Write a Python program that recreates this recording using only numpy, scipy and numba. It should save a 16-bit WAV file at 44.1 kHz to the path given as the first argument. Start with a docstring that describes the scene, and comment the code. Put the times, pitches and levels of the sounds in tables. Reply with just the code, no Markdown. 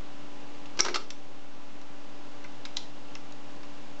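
"""A cassette deck in a small room, close to a pocket camera; its motor hums over steady hiss throughout.
At 0.66 s a button clicks and fires the solenoid: levers rattle the chassis, a steel latch snaps home.
The camera's gain sinks after this clunk and creeps back.
From 1.1 s to 3.6 s further presses only click, each a switch spring and a plastic key."""
import sys
import numpy as np
from scipy import signal
from scipy.fft import rfft, irfft
from scipy.io import wavfile
from numba import njit

SR = 44100
rng = np.random.default_rng(int(sys.argv[2]) if len(sys.argv) > 2 else 0)


def waveform_to_disk(signal):
    """Save audio, clipped to [-1, 1], as 16-bit WAV at the path in sys.argv[1]."""
    frames = np.transpose(np.atleast_2d(signal))
    scaled = np.clip(frames, -1, 1) * 32767
    samples = np.round(scaled).astype(np.int16)
    wavfile.write(sys.argv[1], SR, samples)


N = 176400


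def transport():
    """The solenoid's clunk: levers strike, the chassis rings on, the latch snaps."""
    blows = levers()
    return blows + chassis(blows) + latch()


def levers():
    """Each lever lands in a burst of tiny contacts: low thud, mid clack, grainy rattle."""
    # Each row: start in seconds, thud, clack and rattle levels in dB, rise and base decay in seconds.
    strikes = [(0.772, -45.5, -44, -43.5, .0005, 0.0073), (0.7904, -34.5, -23, -22.5, 0.0023, 0.0047),
               (0.7992, -43, -22.5, -20.5, 0.0015, .005), (0.8454, -34, -27.5, -26.5, 0.0064, 0.0053),
               (0.861, -42, -27, -36, .002, .011), (0.8811, -38, -24, -34.5, 0.0047, .006),
               (0.8955, -41.5, -46.5, -41.5, .002, 0.013), (0.9419, -43.5, -26, -22.5, 0.0028, 0.0093),
               (0.9578, -43, -22, -22.5, 0.00052, 0.0052)]
    grain = amp(2.5 * walk(rate_hz=660))
    grain /= np.sqrt(np.mean(grain ** 2))
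    thud = band(low_hz=333, high_hz=605)
    # Each row: centre in Hz, width in Hz, relative level in dB.
    lever_resonances = [(534, 260, -6), (897, 280, -3.5), (1250, 260, 4.5), (1550, 450, -1), (2180, 340, 0)]
    clack = resonant_noise(lever_resonances)
    rattle = band(low_hz=2730, high_hz=5370) * grain
    out = np.zeros(N)
    for start_s, thud_db, clack_db, rattle_db, rise_s, decay_s in strikes:
        out += amp(thud_db) * thud * burst(start_s, rise_s, 2.33 * decay_s)
        out += (amp(clack_db) * clack + amp(rattle_db) * rattle) * burst(start_s, rise_s, decay_s)
    return out


def chassis(blows):
    """Sheet metal rings under the blows; higher modes die sooner."""
    # One entry per mode: pitch in Hz; relative level in dB.
    modes_hz = [329, 361, 398, 438, 779, 875, 967, 1058, 1181, 1305, 1409, 2130, 3308, 3926]
    modes_db = [-2, -1.5, -0.5, 2.5, -4, -5.5, -1.5, -4.5, -6, -6, -6, -6.5, 0, -10.5]
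    t60_at_1khz_s = 0.19
    modes = [(hz, db, t60_at_1khz_s * (1000 / hz) ** 0.45) for hz, db in zip(modes_hz, modes_db)]
    return amp(-49) * signal.fftconvolve(blows, ring(modes))[:N]


def latch():
    """The steel latch snaps home with a bright ring."""
    # Each row: pitch in Hz, relative level in dB, T60 in seconds.
    steel_modes = [(5640, 3.5, 0.0094), (6200, -12, 0.0021), (5880, -27.5, 0.11)]
    return amp(-4.5) * snap(start_s=0.8054, modes=steel_modes, rise_s=0.00021)


def buttons():
    """The switch spring snaps; the plastic key cracks and knocks in its case."""
    # Each row: start in seconds, snap level in dB, snap pitch in Hz, crack and knock levels in dB,
    # base decay in seconds.
    clicks = [(0.657, -33, 2720, -47, -54, 0.0053), (1.1040, -24.5, 5430, -27, -38.5, 0.0028),
              (1.8147, -48, 5800, -48, -54, 0.0037), (2.442, -44, 4400, -48.5, -40.5, .006),
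              (2.6514, -28, 3900, -32.5, -35, 0.0051), (2.7642, -44, 6100, -39, -52, 0.0041),
              (2.7689, -15, 3560, -23, -39, 0.0029), (3.1526, -32, 5330, -37, -38, 0.0024),
              (3.3226, -37.5, 6560, -45, -58, 0.0034), (3.632, -46, 3400, -51.5, -49, .005)]
    # Key resonances. Each row: centre in Hz, width in Hz, relative level in dB.
    key_shell = [(3680, 1100, 2), (5250, 1600, 0), (6850, 900, -9)]
    key_body = [(1100, 420, 1.5), (1560, 130, -1), (2090, 370, -0.5), (2570, 320, -0.5)]
    crack, knock = resonant_noise(key_shell), resonant_noise(key_body)
    spring_t60_s = 0.0068
    out = np.zeros(N)
    for start_s, snap_db, snap_hz, crack_db, knock_db, decay_s in clicks:
        out += snap(start_s, [(snap_hz, snap_db, spring_t60_s)], rise_s=0.00033)
        out += amp(crack_db) * crack * burst(start_s, rise_s=0.0002, decay_s=decay_s)
        out += amp(knock_db) * knock * burst(start_s, rise_s=0.0027, decay_s=1.44 * decay_s)
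    return out


def room(x):
    """Short diffuse tail of a small room."""
    t60_s = 0.32
    tail = rng.standard_normal(N) * burst(start_s=0.0013, rise_s=0.0013, decay_s=t60_s / np.log(1000))
    return signal.fftconvolve(x, tail / np.linalg.norm(tail))[:N]


def motor():
    """Motor and flywheel lines drift together with speed and waver singly, over faint mains hum."""
    # One entry per hum line: pitch in Hz; relative level in dB.
    lines_hz = [132, 210.6, 250.4, 292.1, 501.3, 537.7, 584.3, 778.9, 835.3, 1001.6, 1168.8, 1363, 2778,
                3459, 3682]
    lines_db = [-66.5, -64, -66, -53, -68, -73.5, -60.5, -63.5, -63.5, -65, -68, -70.5, -72, -79.5, -79.5]
    boost_db, waver_db, mains_hz = 3, 0.1, 123
    speed = 1 + 0.001034 * walk(rate_hz=2.73)
    clock_s = np.cumsum(speed) / SR
    hum = amp(-63) * np.sin(2 * np.pi * mains_hz * np.arange(N) / SR)
    for hz, db in zip(lines_hz, lines_db):
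        gain = amp(db + boost_db - waver_db * walk(rate_hz=5.5))
        hum += gain * np.sin(2 * np.pi * (hz * clock_s + rng.random()))
    return hum


def hiss():
    """Steady room and microphone noise."""
    # Each row: frequency in Hz, relative spectral density in dB.
    spectrum = [(40, -14.5), (90, -15.5), (125, -6.5), (240, -3), (420, -4.5), (850, -7), (1800, -13),
                (2400, -14), (2800, -12.5), (3600, -16.5), (4800, -19), (7400, -24)]
    hz, db = np.array(spectrum).T
    floor = noise(lambda f: amp(np.interp(np.log(f), np.log(hz), db)))
    return floor * amp(-49.5 - 0.19 * walk(rate_hz=8.5))


def snap(start_s, modes, rise_s):
    """A small stiff part springs over and rings."""
    x = ring(modes)
    x *= np.minimum(np.arange(len(x)) / SR / rise_s, 1)
    return np.pad(x, (int(start_s * SR), N))[:N]


def ring(modes):
    """Decaying sines after a tap."""
    t = np.arange(SR // 2) / SR
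    return sum(amp(db) * np.sin(2 * np.pi * hz * t) * np.exp(-np.log(1000) * t / t60_s)
               for hz, db, t60_s in modes)


def burst(start_s, rise_s, decay_s):
    """Envelope: linear rise, exponential decay."""
    age_s = np.arange(N) / SR - start_s
    return np.clip(age_s / rise_s, 0, 1) * np.exp(-np.clip((age_s - rise_s) / decay_s, 0, 20))


def resonant_noise(peaks):
    """Noise ringing in a few broad resonances."""
    return noise(lambda f: np.sqrt(sum(amp(db) ** 2 / (1 + (2 * (f - hz) / width_hz) ** 2) ** 1.5
                                       for hz, width_hz, db in peaks)))


def band(low_hz, high_hz):
    """Band-limited noise."""
    return noise(lambda f: 1 / np.sqrt((1 + (low_hz / f) ** 8) * (1 + (f / high_hz) ** 8)))


def walk(rate_hz):
    """Random wander below rate_hz, standard deviation 1."""
    return noise(lambda f: 1 / (1 + (f / rate_hz) ** 4))


def noise(colour):
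    """Noise shaped by the gain curve colour(Hz), standard deviation 1."""
    hz = np.maximum(np.fft.rfftfreq(N, 1 / SR), 1)
    x = irfft(rfft(rng.standard_normal(N)) * colour(hz), N)
    return x / x.std()


def amp(db):
    """Decibels to gain."""
    return 10 ** (np.asarray(db) / 20)


@njit
def follow(x, attack_s, release_s):
    """Level follower with separate rise and fall times."""
    out, level = np.empty(len(x)), 0.
    for i in range(len(x)):
        lag_s = attack_s if x[i] > level else release_s
        level += (x[i] - level) / (lag_s * SR)
        out[i] = level
    return out


def scene():
    """Deck, room and background, in mono."""
    clunk, clicks = transport(), buttons()
    echo = room(amp(-10) * clunk + amp(-8.5) * clicks)
    return (clunk + clicks + echo + motor() + hiss())[None]


def record(dry):
    """The camera turns its gain down after loud sounds, cuts the top and sits slightly off zero."""
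    knee_db, slope, dc_offset = -42.5, 0.19, -0.0418
    level = follow(np.abs(dry[0]), attack_s=0.047, release_s=0.86)
    gain = np.maximum(level / amp(knee_db), 1) ** -slope
    mic_rolloff_hz, top_hz = 7490, 8600
    mic_rolloff = signal.butter(12, mic_rolloff_hz, fs=SR, output="sos")
    top_cut = signal.ellip(8, 0.2, 80, top_hz, fs=SR, output="sos")
    dull = signal.sosfilt(mic_rolloff, dry * gain)
    return signal.sosfilt(top_cut, dull) + dc_offset


dry = scene()
out = record(dry)
waveform_to_disk(out)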